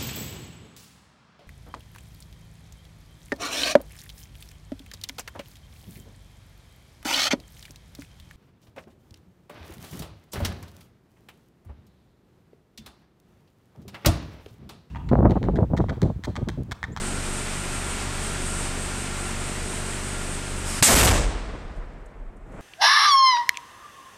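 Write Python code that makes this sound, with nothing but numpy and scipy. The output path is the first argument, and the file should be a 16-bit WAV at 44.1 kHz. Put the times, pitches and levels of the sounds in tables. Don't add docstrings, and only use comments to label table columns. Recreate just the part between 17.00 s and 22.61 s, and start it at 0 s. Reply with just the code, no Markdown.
import sys
import numpy as np
from scipy import signal
from scipy.fft import rfft, irfft, next_fast_len
from scipy.io import wavfile
from scipy.ndimage import uniform_filter1d

SR = 44100
rng = np.random.default_rng(int(sys.argv[2]) if len(sys.argv) > 2 else 0)


def unload_wav(signal):
    wavfile.write(
        sys.argv[1],
        SR,
        np.round(np.clip(np.atleast_2d(signal).T, -1, 1) * 32767).astype(np.int16),
    )


N = 247385
T = np.arange(N) / SR
BLAST_S = 3.8253
SINCE_BLAST_S = T - BLAST_S


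def undb(db):
    return 10 ** (np.asarray(db) / 20)


def curve(rows):
    return np.interp(T, *np.transpose(rows))


def noise(colour):
    hz, db = np.transpose(colour)
    size = next_fast_len(N)
    log_hz = np.log(np.arange(size // 2 + 1) * SR / size + 1e-3)
    gains = undb(np.interp(log_hz, np.log(hz), db, -99, -99))
    x = irfft(rfft(rng.standard_normal(size)) * gains, size)[:N]
    return x / x.std()


def wobble(rate_hz):
    hold = int(SR / rate_hz)
    steps = np.repeat(rng.standard_normal(N // hold + 1), hold)
    x = uniform_filter1d(uniform_filter1d(steps, hold), hold)[:N]
    return x / x.std()


def lag(x, seconds):
    step = 1 / (seconds * SR)
    return x[0] + signal.lfilter([step], [1, step - 1], x - x[0])


def swell(peak_s, level_db, half_length_s):
    return undb(level_db) * np.exp(-((T - peak_s) / half_length_s) ** 2)


# pitch_hz, level_db
AIR_COLOUR = [(15, 1.5), (35, 1), (55, -3.5), (100, -4), (210, -2.5), (400, -6.5), (800, -14.5),
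              (1500, -27)]

def air(level_db=-71.5):
    return undb(level_db + .62 * wobble(2.5)) * noise(AIR_COLOUR)


# time_s, pitch_hz
HUM_PITCH = [(0, 24.27), (.4, 24.33), (.8, 24.12), (1.2, 24.2), (1.8, 24.16), (2.2, 24.22), (2.6, 24.46),
             (3.0, 24.49), (3.4, 24.44), (3.7, 24.25), (5.61, 24.25)]
# pitch_multiple, level_db
HUM_OVERTONES = [(1, 0.5), (3, -2), (5, -6.5), (7, -11.5), (9, -11), (11, -14), (13, -24), (15, -12),
                 (17, -17.5), (19, -29.5), (21, -27.5), (25, -18)]

def hum(level_db=-67, waver_db=1.13, start_turn=.745):
    turns = start_turn + np.cumsum(curve(HUM_PITCH)) / SR + .0013 * wobble(30)
    tones = ((-1) ** (k // 2) * undb(db + waver_db * wobble(11)) * np.cos(2 * np.pi * k * turns)
             for k, db in HUM_OVERTONES)
    return undb(level_db) * sum(tones)


# start_s, level_db, rise_s
DEBRIS_TICKS = [(4.756, -70, 0.012), (4.854, -76, .004), (5.058, -62.5, 0.0036), (5.365, -70.5, .004),
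                (5.519, -68, 0.0043), (5.536, -73, .008)]

def debris():
    loudness = np.zeros(N)
    for start_s, level_db, rise_s in DEBRIS_TICKS:
        age = np.maximum(T - start_s, 0) / rise_s
        loudness += undb(level_db) * age * np.exp(1 - age)
    return loudness * noise([(4000, -20), (6500, 1), (8500, 3), (11000, -7), (14000, -16)])


# pitch_hz, level_db
JET_COLOUR = [(300, -32.5), (700, -6), (1200, -5.5), (1430, -4.5), (1700, -6), (2500, -7.5), (4000, -13),
              (6000, -14.5), (8600, -15), (11000, -29), (13500, -30), (15000, -61.5)]
SPARK_COLOUR = [(5000, -33.5), (7000, -13.5), (8600, -7), (10500, -21), (13000, -35)]
FLARE_COLOUR = [(3000, -20), (4300, -9), (5100, 1), (6000, -6), (7200, -3), (8800, -4), (10500, -7),
                (12000, -12), (14000, -30)]
# time_s, level_db
JET_LOUDNESS = [(0, -69.5), (1.0, -69.5), (2.2, -70.5), (3.0, -70.5), (3.6, -72.5), (3.8, -68)]
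WHISTLE_LOUDNESS = [(0, -82), (.7, -83), (1.2, -78.5), (1.9, -79.5), (2.4, -79.5), (2.65, -92), (2.95, -82),
                    (3.8, -84)]

def fuse(whistle_hz=1386, flare_s=3.65, flare_rise_s=.04):
    turns = np.cumsum(whistle_hz + 5 * wobble(25)) / SR
    whistle = np.sin(2 * np.pi * turns) * undb(curve(WHISTLE_LOUDNESS) + 1.5 * wobble(25))
    sparks = noise(SPARK_COLOUR) * undb(-76 + 2 * wobble(22.09))
    jet = noise(JET_COLOUR) * undb(curve(JET_LOUDNESS) + .45 * wobble(24.32))
    caught = np.clip((T - flare_s) / flare_rise_s, 0, 1)
    flare = undb(-72) * np.sqrt(caught) * noise(FLARE_COLOUR)
    return (jet + sparks + whistle + flare) * (T < BLAST_S)


# peak_s, level_db, half_length_s, pitch_hz
RUMBLE_THUMPS = [(3.948, -6, .012, 45), (3.971, -18, .012, 55), (4.022, -12, 0.024, 47.7),
                 (4.049, -12, 0.0091, 65), (4.072, -15, 0.015, 75), (4.13, -11, 0.027, 48),
                 (4.175, -15, .022, 42.3), (4.2, -15, 0.016, 50), (4.266, -14.5, 0.033, 40),
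                 (4.306, -20.5, 0.011, 55), (4.359, -23, 0.025, 42), (4.419, -27, 0.032, 38),
                 (4.48, -27.5, 0.031, 45), (4.536, -28.5, 0.018, 42), (4.592, -35, .02, 48),
                 (4.665, -30.5, 0.026, 30), (4.708, -36, 0.023, 48), (4.79, -26.5, 0.027, 36),
                 (4.839, -33, .025, 30), (4.889, -34.5, .025, 40), (4.953, -37, .025, 35),
                 (5.02, -35, .025, 38), (5.075, -37, 0.023, 38), (5.163, -39, .02, 40.1),
                 (5.218, -30.5, 0.025, 33), (5.279, -31, .022, 28), (5.37, -41, .025, 35),
                 (5.437, -37, .03, 35), (5.52, -39, .025, 40), (5.59, -39, .025, 30)]

def rumble():
    return sum(swell(peak_s, db, half_s) * np.cos(2 * np.pi * (hz * (T - peak_s) + rng.random()))
               for peak_s, db, half_s, hz in RUMBLE_THUMPS)


# pitch_hz, level_db
BOOM_COLOUR = [(40, -18.5), (75, -6.5), (130, -2), (300, -6.5), (600, -10.5), (1500, -31.5)]
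ROAR_COLOUR = [(150, -24.5), (450, -4), (1000, -6.5), (2000, -12), (4000, -32.5), (8000, -56.5)]
RUSH_COLOUR = [(800, -7.5), (2200, -3), (3500, -5.5), (5500, -12), (10000, -29)]
SIZZLE_COLOUR = [(2500, -22), (5500, 0), (8000, 3.5), (9500, -5), (11500, -23), (14000, -37.5)]
CRACK_COLOUR = [(7000, -28.5), (10000, 0), (12000, -3.5), (14500, -3.5), (16000, -6)]
DEEP_THUD_COLOUR = [(18, -10), (35, -6.5), (60, 1.5), (85, 3), (120, -13.5), (200, -28.5)]
# front_db, near_db, rise_db_per_s,
# full_s, fade_s, fade_db_per_s, far_db, far_fade_db_per_s, hiss_db, end_noise_db
ECHO_SHAPES = [(-34, -18.5, 261, 0.1, 0.28, 117, -31.5, 22.5, -54.5, -42.5),
               (-26.5, -19, 301, 0.082, 0.28, 152, -28.5, 23, -64, -49),
               (-13.5, -17.5, 60, 0.14, 0.25, 147, -24.5, 38.5, -91.5, -75),
               (-13.5, -17, 44.5, 0.087, 0.24, 142, -31, 52, -83, -71),
               (-34.5, -21, 81.5, 0.11, 0.24, 232, -69, 31, -88, -83),
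               (-50, -14.5, 258, 0.16, 0.25, 178, -25, 30.5, -59, -75)]

def tree_echo(age_s, front_fade_db_per_s=900.5, end_noise_start_s=1.555, end_noise_full_s=1.794):
    colours = BOOM_COLOUR, ROAR_COLOUR, RUSH_COLOUR, SIZZLE_COLOUR, CRACK_COLOUR, DEEP_THUD_COLOUR
    end_growth = np.interp(age_s, [end_noise_start_s, end_noise_full_s], [0, 1]) ** 2
    echo = np.zeros(N)
    for shape, colour in zip(ECHO_SHAPES, colours):
        front_db, near_db, rise, full_s, fade_s, fade, far_db, far_fade, hiss_db, end_noise_db = shape
        front = undb(front_db - front_fade_db_per_s * age_s)
        near = undb(near_db - rise * np.maximum(full_s - age_s, 0) - fade * np.maximum(age_s - fade_s, 0))
        far = undb(far_db - far_fade * age_s) * np.clip(age_s / full_s, 0, 1) ** 2
        background = undb(hiss_db) + undb(end_noise_db) * end_growth
        flutter = undb(.8 * wobble(80))
        echo += (front + near + far + background) * flutter * noise(colour)
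    return echo


# peak_s, level_db, half_length_s
SLAP_ECHOES = [(3.91, -17.5, 0.019), (3.97, -20, 0.014), (4.06, -12, 0.02), (4.1, -20, 0.011),
               (4.545, -36, 0.018), (4.78, -41, 0.017)]

def slaps():
    return sum(swell(*row) for row in SLAP_ECHOES) * noise(BOOM_COLOUR)


def microphone_ring(age_s, pitch_hz=7900, wander_hz=800, fade_db_per_s=170):
    strike_db = 4 * np.exp(-age_s / .004)
    level_db = -17 - fade_db_per_s * age_s + strike_db + 4.5 * wobble(500)
    turns = np.cumsum(pitch_hz + wander_hz * wobble(600)) / SR
    return undb(level_db) * np.sin(2 * np.pi * turns)


def ground_wave(pitch_hz=108, growth_cycles=.34, level_db=-27):
    growth = np.exp(np.minimum(SINCE_BLAST_S, 0) * pitch_hz / growth_cycles)
    return undb(level_db) * growth * np.cos(2 * np.pi * pitch_hz * SINCE_BLAST_S) * (T < BLAST_S)


# delay_s, level_db, half_length_s
AIR_SHOCKS = [(.0006, -3.5, 0.0003), (.0017, 2, 0.0004), (.0068, -8.5, .0011)]

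def air_shock():
    pressure = np.zeros(N)
    for delay_s, level_db, half_length_s in AIR_SHOCKS:
        ramp = (SINCE_BLAST_S - delay_s) / half_length_s
        pressure -= undb(level_db) * ramp * (np.abs(ramp) < 1)
    return pressure


def blast():
    age_s = np.maximum(SINCE_BLAST_S, 0)
    bang = air_shock() + tree_echo(age_s) + microphone_ring(age_s) + slaps() + rumble()
    return ground_wave() + bang * (T >= BLAST_S)


def scene():
    mono = hum() + air() + fuse() + blast() + debris()
    return np.array([mono, mono])


def record(dry, target_db=-12.5, max_boost_db=35, recover_db_per_s=2, ceiling=.3):
    x = dry[0]
    ahead = int(.028 * SR)
    loud_db = 20 * np.log10(np.abs(np.r_[x[ahead:], np.zeros(ahead)]) + 1e-9)
    wanted_db = np.clip(target_db - loud_db, 0, max_boost_db)
    recovery_db = recover_db_per_s * T
    gain_db = np.minimum.accumulate(wanted_db - recovery_db) + recovery_db
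    boosted = x * undb(lag(gain_db, seconds=.06))
    squashed = ceiling * np.tanh(boosted / ceiling)
    squashed /= 1 + 2.4 * lag(squashed ** 2, seconds=.019) / ceiling
    peak_hz, width_hz, top_hz = 8470, 2300, 14050
    peak = signal.lfilter(*signal.iirpeak(peak_hz, peak_hz / width_hz, fs=SR), squashed)
    top_cut = signal.ellip(14, .2, 80, top_hz, fs=SR, output="sos")
    mono = signal.sosfilt(top_cut, squashed + undb(-9) * peak)
    return np.array([mono, mono])


dry = scene()
out = record(dry)
unload_wav(out)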